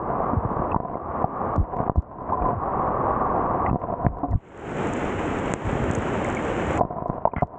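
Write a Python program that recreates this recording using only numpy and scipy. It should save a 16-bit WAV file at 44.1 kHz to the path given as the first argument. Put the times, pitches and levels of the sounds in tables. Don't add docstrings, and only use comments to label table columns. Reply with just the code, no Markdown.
import sys
import numpy as np
from scipy import signal
from scipy.fft import rfft, irfft
from scipy.io import wavfile
from scipy.ndimage import uniform_filter1d, minimum_filter1d, map_coordinates

SR = 44100
rng = np.random.default_rng(int(sys.argv[2]) if len(sys.argv) > 2 else 0)


def to_wav(s):
    ch = np.atleast_2d(s).T
    pcm = np.round(np.clip(ch, -1, 1) * 32767)
    wavfile.write(sys.argv[1], SR, pcm.astype(np.int16))


def linear_from_db(decibels):
    return 10 ** (np.asarray(decibels, float) / 20)


N = 334278

# pitch_hz, relative level_db
DRAINED_COLOUR = [(15, -41.5), (25, -9), (106, -3), (288, -1.5), (368, -2.5), (447, -3), (645, -6.5),
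                  (844, -8), (1080, -11), (1480, -14), (2090, -18.5), (3080, -27), (4670, -52.5),
                  (7260, -34.5), (8610, -47.5), (9700, -78.5), (11200, -85), (18900, -120)]
# pitch_hz, relative level_db
MUFFLED_COLOUR = [(20, -5.5), (60, -2.5), (200, -0.5), (500, -1), (1000, -5.5), (1400, -13), (2000, -25),
                  (3000, -43), (4200, -64.5), (8000, -86.5), (9000, -93)]
# pitch_hz, width_hz, lift_db
THIN_FILM_AIR = [(767.5, 150, 7.5), (1131, 264, 14.5)]
# pitch_hz, width_hz, lift_db
DEEP_WATER_AIR = [(714, 150, 9.5), (1015.5, 180, 11), (837, 57, -5), (2160, 4600, -14.5)]
# middle_s, new cover (0 drained, 1 thin film, 2 deep)
WASHES = [(0, 1.34), (0.779, 2), (.99, 1.02), (1.63, 1.86), (2.55, 1.01), (3.725, 2), (4.362, 0.3),
          (4.41, 0), (6.791, 2.5), (7.355, 1.2), (7.419, 2)]
# time_s, level_db
RAIN_LEVEL = [(0, -15.5), (.4, -30), (1, -19.5), (1.55, -25), (1.85, -24), (2.5, -26.5), (3, -23.5),
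              (3.73, -24.5), (4.3, -20), (4.4, -27), (5.6, -27), (6.75, -24.5), (6.85, -20.5), (7.58, -23)]
# time_s, depth_db
LEVEL_DIPS = [(-.04, 15.5), (0.337, 1.5), (0.747, 14), (.85, 12.5), (.955, 15.5), (1.241, 12), (1.579, 12),
              (1.619, 12), (1.7, 9), (1.8, 4.5), (1.896, 21.5), (1.98, 20.5), (2.33, 5.5), (2.53, 6),
              (3.713, 14), (3.85, 7.5), (3.94, 9.5), (4.068, 19.5), (4.23, 19.5), (4.351, 25), (5.537, 7.5),
              (6.807, 20), (6.852, 15), (6.93, 11), (7.024, 14), (7.1, 12), (7.178, 14.5), (7.256, 21),
              (7.335, 21.5), (7.422, 23)]
# start_s, strength_db, thump_db (added to the strength), contact_ms, splash_ms
DROPS = [(.333, -17, -9, 0.48, 1.3), (.45, -21.5, 1.5, 0.66, 1.2), (.595, -21.5, 0.5, .44, 1.4),
         (.745, -20, -10, 0.27, 0.97), (.762, -14, -2, 0.49, 2.1), (0.802, -19, -11, 0.35, .55),
         (.849, -19, -12, .25, 6), (.898, -26, -15, .12, 2), (.933, -26, -19, 0.34, 2),
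         (.955, -18, -25, 0.32, 1), (1.243, -16, 1, 0.92, 1.8), (1.579, -24, 9.5, 0.67, 1),
         (1.767, -24, -20, 0.055, .5), (1.787, -19, -14, 0.15, 7), (1.803, -15, -5, .8, 1),
         (1.83, -20, -8, .6, 1), (1.866, -21, -5, .6, 1), (1.897, -13, -6, 0.3, 0.26),
         (1.917, -26, -10, .64, 0.52), (1.958, -22, -3, 0.3, 1.5), (1.978, -34, -14, .1, 2),
         (2.29, -16.5, -24, .6, 10), (2.322, -18.5, -24, .22, 14), (2.371, -21, -25, .28, 21),
         (2.44, -19.5, -18, 0.524, 7.1), (2.488, -21, -26, .4, 8.2), (2.531, -20, -0.5, 0.29, 0.73),
         (3.712, -22, 4, 0.95, .3), (3.73, -19, 4, 1, .3), (3.745, -21.5, 3.5, 0.83, .41),
         (3.758, -16, -2.5, 0.65, 1.1), (3.817, -21.5, -18.5, 0.061, 2.7), (3.838, -16.5, -31, .17, 3.3),
         (3.887, -28, -19, .1, 1.2), (3.901, -17.5, -21, .4, 2), (3.926, -21, -22, .23, 2.6),
         (3.938, -16, -29, .27, 1.7), (4.048, -17.5, 0, 0.51, 1.4), (4.0654, -13.5, 5.5, 0.09, 0.093),
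         (4.083, -27.5, -16, 0.098, 2), (4.232, -18, -5, 0.3, 10.5), (4.285, -28, -20, .15, 1.5),
         (4.331, -24, -4, .27, 1.9), (5.538, -15.5, -13, 0.033, .075), (5.73, -29, 13.5, 0.9, 0.28),
         (5.754, -22.5, 1, .55, 0.3), (5.821, -23.5, 6, 0.99, .33), (5.903, -21, 3.5, .97, .24),
         (6.798, -16, -26, 0.24, .96), (6.809, -9, -13.5, .19, 3.6), (6.834, -23, -5, .6, .5),
         (6.851, -21, -2.5, .95, 0.36), (6.905, -19, -21, 0.23, 4.6), (6.926, -23, -20, .3, 3),
         (6.966, -21, -15.5, 0.28, 3), (6.984, -19, -20, .41, 2), (7.023, -21.5, -6, .5, 0.54),
         (7.058, -16.5, -27, .3, 3.5), (7.093, -23, -12, .6, .4), (7.099, -14, -7, 0.9, 0.64),
         (7.253, -13, -15, 0.1, 2), (7.273, -20, -18, .27, 1.9), (7.335, -19, -23, .22, 2.5),
         (7.363, -23.5, 3, .17, 3), (7.382, -21.5, -4, .12, 1.7), (7.422, -16.5, -6, .15, 1.5),
         (7.429, -14.5, 0.5, 0.4, 3.5)]
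# pitch_hz, relative level_db
CRACK_COLOUR = [(300, -29), (1300, -0.5), (2000, 0.5), (2800, -20), (4500, -47), (9000, -81.5)]
# middle_s, level_db, pitch_hz (at the middle), length_ms
SLAPS = [(.376, -13.5, 100, 20), (.457, -17, 105, 13), (.601, -19, 110, 12), (0.728, -26, 100, 40),
         (1.6, -13.5, 68.5, 45), (1.983, -10, 76.3, 19), (2.431, -23, 50.7, 57), (2.571, -25, 109, 38),
         (3.691, -20, 89.4, 24), (4.088, -27.5, 68.2, 110), (4.301, -28, 50.3, 51), (4.315, -18, 75, 18),
         (4.338, -12.5, 80, 16), (4.355, -9.5, 107, 8.3), (4.376, -28.5, 118, 12.8),
         (5.667, -20.5, 88.5, 36), (5.756, -20, 150, 9), (5.805, -21, 110, 14), (5.836, -20, 85, 16),
         (5.89, -22, 120, 18), (5.985, -24, 100, 35), (7.37, -21, 65, 15), (7.441, -30, 88, 24)]
# start_s, level_db (before fading),
# pitch_hz (at the start), fade_ms (time to fall 60 dB), slide (pitch change over that time, as a share)
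FADING_TONES = [(.333, -12.5, 250, 38, -.2), (.7165, -25.5, 2660, 21, -0.03), (.7443, -4, 940, 18, -.1),
                (.761, -9, 1000, 22, -.1), (1.2418, -5, 760, 16, 0), (.944, -42, 2120, 35, -0.1),
                (2.321, -13.5, 877, 53, 0.3), (2.42, -39.5, 2500, 29, -0.2), (3.662, -23.5, 2010, 35, 0.08),
                (3.664, -33, 2700, 14, -0.3), (3.696, -41.5, 2700, 28, -0.1), (4.0645, -6, 1100, 10, 0),
                (4.0645, -9, 1700, 7, 0), (3.712, -14, 190, 30, 0), (3.7285, -8, 240, 30, 0),
                (4.232, -18, 280, 140, 0), (4.317, -47, 2020, 150, -1.2), (5.95, -23.5, 6370, 16, 0.7),
                (6.249, -10, 1900, 10, 0.4), (6.369, -19, 2200, 30, -.03), (7.253, -6, 620, 26, .2),
                (7.2525, -9, 940, 22, -.1), (7.272, -9.5, 918, 28, 0), (7.335, -18, 900, 28, 0),
                (7.316, -49, 2450, 28, -0.21), (7.363, -25, 2040, 31, -0.2), (7.363, -41, 3000, 12, 0),
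                (7.382, -43, 2950, 10, 0), (7.365, -22.5, 1390, 24, 0.1), (7.382, -32, 2040, 95, -.03),
                (7.4213, -5, 720, 28, -.2), (7.428, -11, 900, 20, -0.3)]
# start_s, upper_db, lower_db (notes before fading), fade_ms (to fall 60 dB)
AIR_RINGS = [(2.208, -22.5, -33.5, 72), (2.332, -18, -29.5, 80), (2.372, -20, -34, 126),
             (2.455, -19, -30, 150), (2.488, -33, -19.5, 200), (4.232, -23.5, -17, 130),
             (6.81, -33, -8.5, 77)]
# time_s, strength_db
LISTED_TICKS = [(.302, -65), (.352, -65), (.412, -68), (.732, -61), (1.222, -55.5), (1.562, -39.5),
                (1.767, -52), (1.963, -52), (2.022, -59), (2.833, -65), (3.601, -62), (3.802, -62),
                (4.052, -52), (4.312, -47.5), (4.936, -25.5), (5.518, -32.5), (5.538, -14.5), (5.716, -37),
                (5.913, -24.5), (5.952, -23.5), (6.246, -27.5), (6.301, -31.5), (6.776, -28.5),
                (6.793, -40.5), (7.083, -54), (7.143, -62), (7.412, -55), (7.472, -60)]
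# pitch_hz, relative level_db
TICK_COLOUR = [(800, -38), (2000, 3), (4500, 4), (7200, 7), (8300, -3.5), (9500, -38), (13000, -66)]
# pitch_hz, width_hz, lift_db (negative is a cut)
PORT_NOTCH = [(4860, 3500, -25), (2500, 2500, -20)]
# pitch_hz, relative level_db
SQUELCH_COLOUR = [(200, -10), (600, -3.5), (1400, 2), (2400, -11), (3200, -25.5), (3800, -49), (6000, -90)]
# pitch_hz, width_hz, lift_db
SQUELCH_AIR = [(1380, 200, 5), (2040, 220, 12.5), (3000, 400, 1.5)]
# pitch_hz, relative level_db
MIRROR_COLOUR = [(13500, -70), (14200, -14), (14900, 0), (15400, -14), (15750, -12), (15950, -70)]


def unit(x):
    return x / np.sqrt(np.mean(x ** 2) + 1e-20)


def along(points, hz):
    f, v = np.transpose(points)
    return np.interp(np.log(hz + 1), np.log(f + 1), v)


def wobble(rate):
    knots = rng.standard_normal(int(N * rate / SR) + 4)
    return map_coordinates(knots, [np.arange(N) * rate / SR])


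def coloured(x, spectrum, modes=()):
    size = 8192
    hz = np.fft.rfftfreq(size, 1 / SR)
    resonances = sum(lift / (1 + (2 * (hz - centre) / width) ** 2) for centre, width, lift in modes)
    db = along(spectrum, hz) + resonances
    cepstrum = irfft(np.log(linear_from_db(db) + 1e-7))
    cepstrum[1:size // 2] *= 2
    cepstrum[size // 2 + 1:] = 0
    response = irfft(np.exp(rfft(cepstrum)))
    return signal.fftconvolve(x, response / np.linalg.norm(response))[:N]


def add(track, s, sound):
    part = track[round(s * SR):][:len(sound)]
    part += sound[:len(part)]


def patter(rate, spread_db, life):
    when, size = rng.random((int(rate * N / SR), 2)).T
    spikes = np.bincount((when * N).astype(int), linear_from_db(-spread_db * np.log(size + 1 / 50)), N)
    t = np.arange(SR // 40) / SR
    envelope = signal.fftconvolve(spikes, np.exp(-t / life))[:N]
    return unit(envelope * rng.standard_normal(N))


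def cover_at(s):
    wash_s = 0.026
    when, cover = np.transpose(WASHES)
    steps = np.clip((np.asarray(s)[..., None] - when[1:]) / wash_s + .5, 0, 1)
    return np.clip(cover[0] + steps @ np.diff(cover), 0, 2)


def lapping():
    lumps = linear_from_db(2.1 * wobble(6.7)) * rng.standard_normal(N)
    colour = [(15, -25.5), (40, -8.5), (80, 9.5), (200, -15.5), (400, -31.5), (800, -71.0)]
    return unit(coloured(lumps, colour))


def squelch():
    start_s, end_s, level_db, fade_db_per_s = 7.362, 7.417, -38.5, 90
    t = np.arange(N) / SR
    gate = np.clip(np.minimum(t - start_s, end_s - t) / .003, 0, 1)
    gate = gate * linear_from_db(level_db - fade_db_per_s * np.clip(t - start_s, 0, 1))
    return coloured(gate * patter(1500, 1.2, life=.002), SQUELCH_COLOUR, SQUELCH_AIR)


def slaps():
    sink, tail = .5, 1.48
    out, t = np.zeros(N), np.arange(-.1, .1, 1 / SR)
    waver = .7 * wobble(70)
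    colour = [(40, -31.5), (150, -0.5), (300, -5.5), (600, -32.5), (1500, -69)]
    gurgle = unit(coloured(rng.standard_normal(N), colour))
    for s, db, hz, ms in SLAPS:
        at = round((s + t[0]) * SR) + np.arange(len(t))
        phase = 2 * np.pi * hz * t * (1 - sink * np.tanh(500 * t / ms)) + waver[at]
        push = np.cos(phase) + 0.16 * gurgle[at]
        envelope = np.exp(-(3000 * t / ms / np.where(t > 0, tail, 1)) ** 2 / 2)
        add(out, s + t[0], linear_from_db(db) * push * envelope)
    return out


def fading_tones():
    air_slide = -0.025
    out, t = np.zeros(N), np.arange(SR // 8) / SR
    waver = .6 * wobble(350)
    air = []
    for s, upper_db, lower_db, ms in AIR_RINGS:
        for db, mode in zip((lower_db, upper_db), DEEP_WATER_AIR):
            air.append((s, db, mode[0], ms, air_slide))
    for s, db, hz, ms, slide in FADING_TONES + air:
        age = 1000 * t / ms
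        phase = 2 * np.pi * hz * t * (1 + slide * age / 2)
        phase = phase + hz / 2000 * waver[round(s * SR):][:len(t)]
        onset = 1 - np.exp(-(t / 0.0012) ** 2)
        add(out, s, linear_from_db(db - 60 * age) * onset * np.sin(phase))
    return out * linear_from_db(2.7 * wobble(300))


def cracks():
    hard_ms = 0.12
    out = np.zeros(N)
    for s, db, _, contact_ms, _ in DROPS:
        out[round(s * SR)] = linear_from_db(db - 1.5) / (1 + (contact_ms / hard_ms) ** 3)
    return coloured(out, CRACK_COLOUR)


def drops():
    thump_hz, scatter = 120, 0.11
    gulp, gulp_s = 0.83, 0.0032
    splash, thump, t = np.zeros(N), np.zeros(N), np.arange(SR // 10) / SR
    for s, db, thump_db, contact_ms, splash_ms in DROPS:
        hz = thump_hz * np.exp(scatter * rng.standard_normal())
        contact, life = np.maximum([contact_ms, splash_ms], 1 / 50) / 1000
        touch = np.exp(-2.2 * t / contact)
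        touch /= touch.sum() ** 0.87
        deep = np.clip(cover_at(s) - 1, 0, 1)
        ring = 0
        for thin, low in zip(THIN_FILM_AIR, DEEP_WATER_AIR):
            air_hz = thin[0] + deep * (low[0] - thin[0])
            ring = ring + linear_from_db(rng.normal(0, 3.0)) * np.sin(2 * np.pi * air_hz * t)
        spray = ring + 5.6 * rng.standard_normal(len(t))
        spray = spray * np.exp(-t / life) * (1 - np.exp(-3 * t / life))
        spray /= np.linalg.norm(uniform_filter1d(spray, size=20))
        blow = touch / (1 + splash_ms / 1.845) + 0.077 * splash_ms ** 0.37 * spray
        add(splash, s, linear_from_db(db + 20.5) * blow)
        sinking_time = t + gulp * gulp_s * (1 - np.exp(-t / gulp_s))
        envelope = np.exp(-2.3 * hz * t) * (1 - np.exp(-(t / 0.00066) ** 2))
        add(thump, s, linear_from_db(db + thump_db + 5.0) * np.sin(2 * np.pi * hz * sinking_time) * envelope)
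    return splash, thump


def ticks(level):
    per_s, random_db, spread_db = 22, -6, 3.5
    under_water_db = -41
    out = np.zeros(N)
    drained = cover_at(np.arange(N) / SR) < .5
    when, size = rng.random((300, 2)).T
    at = (np.cumsum(-np.log(when + 1e-9)) / per_s * SR).astype(int)
    size, at = size[at < N], at[at < N]
    strength_db = random_db - spread_db * np.log(size + 1 / 20) + under_water_db * ~drained[at]
    out[at] = level[at] * linear_from_db(strength_db)
    for s, db in LISTED_TICKS:
        out[round(s * SR)] = linear_from_db(db + 8.0)
    return coloured(out * ~drained, TICK_COLOUR) + coloured(out * drained, TICK_COLOUR, PORT_NOTCH)


def through_port(x):
    cover = cover_at(np.arange(N) / SR)
    ripple = .1 * abs(wobble(8)) * (cover > 1)
    cover = np.minimum(cover + ripple, 2)
    cover = cover * (cover > 1 / 5)
    shares = np.sqrt(np.clip(1 - abs(cover - np.arange(3)[:, None]), 0, 1))
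    shares /= np.maximum(1, shares.sum(0) ** .5)
    drained = shares[0] * coloured(x, DRAINED_COLOUR)
    thin = shares[1] * coloured(x, MUFFLED_COLOUR, THIN_FILM_AIR)
    deep = shares[2] * coloured(x, MUFFLED_COLOUR, DEEP_WATER_AIR)
    return drained + thin + deep


def swell():
    lead_s, hold_s, climb_db_per_s = 0.01, 0.041, 62
    t = np.arange(0, N, 44) / SR
    s, depth = np.transpose(LEVEL_DIPS)[:, :, None]
    climbed = climb_db_per_s * np.maximum(0, t - s - hold_s)
    dip = np.where(t > s - lead_s, depth - climbed, 0).max(0)
    dip = uniform_filter1d(np.maximum(dip, 0), 8)
    every = np.arange(N) / SR
    return np.interp(every, *np.transpose(RAIN_LEVEL)) - np.interp(every, t, dip)


def rain():
    heavy_per_s, heavy_db, heavy_ms = 60, -25, .5
    far = linear_from_db(0.26 * wobble(7.2) + 0.54 * wobble(2.83) + 0.69 * wobble(25)) * rng.standard_normal(N)
    near = patter(400, 2.0, life=0.00027)
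    gurgle = patter(45, 2.76, life=0.0045) * linear_from_db(-14.5 + 5.6 * cover_at(np.arange(N) / SR))
    when, size = rng.random((int(heavy_per_s * N / SR), 2)).T
    hits = np.bincount((when * N).astype(int), -np.log(size + 1 / 50), N)
    push = np.exp(-(np.arange(-200, 200) / SR * 1000 / heavy_ms) ** 2)
    heavy = unit(signal.fftconvolve(hits, np.gradient(push))[:N])
    mix = far + linear_from_db(-9.0) * near + linear_from_db(heavy_db) * heavy + gurgle
    return mix / np.sqrt(1 + uniform_filter1d(gurgle ** 2, size=SR // 2))


def scene():
    level = linear_from_db(swell())
    splash, thump = drops()
    bed = through_port(level * rain() + splash) + level * linear_from_db(-16.5) * lapping()
    return (bed + thump + slaps() + fading_tones() + squelch() + cracks() + ticks(level))[None]


def roll_off(x):
    return signal.sosfilt(signal.butter(12, 15830, fs=SR, output="sos"), x)


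def record(dry):
    sampling_hz, mirror_db = 16000, -68
    dry = signal.sosfilt(signal.butter(1, 14, "high", fs=SR, output="sos"), dry)
    need = np.minimum(1, .76 / (abs(dry) + 1e-9))
    gain = uniform_filter1d(minimum_filter1d(need, size=265), size=132)
    held = dry * gain
    carrier = np.cos(2 * np.pi * sampling_hz * np.arange(N) / SR)
    mirror = coloured(held[0] * carrier, MIRROR_COLOUR)
    return roll_off(held + linear_from_db(mirror_db) * mirror)


dry = scene()
out = record(dry)
to_wav(out)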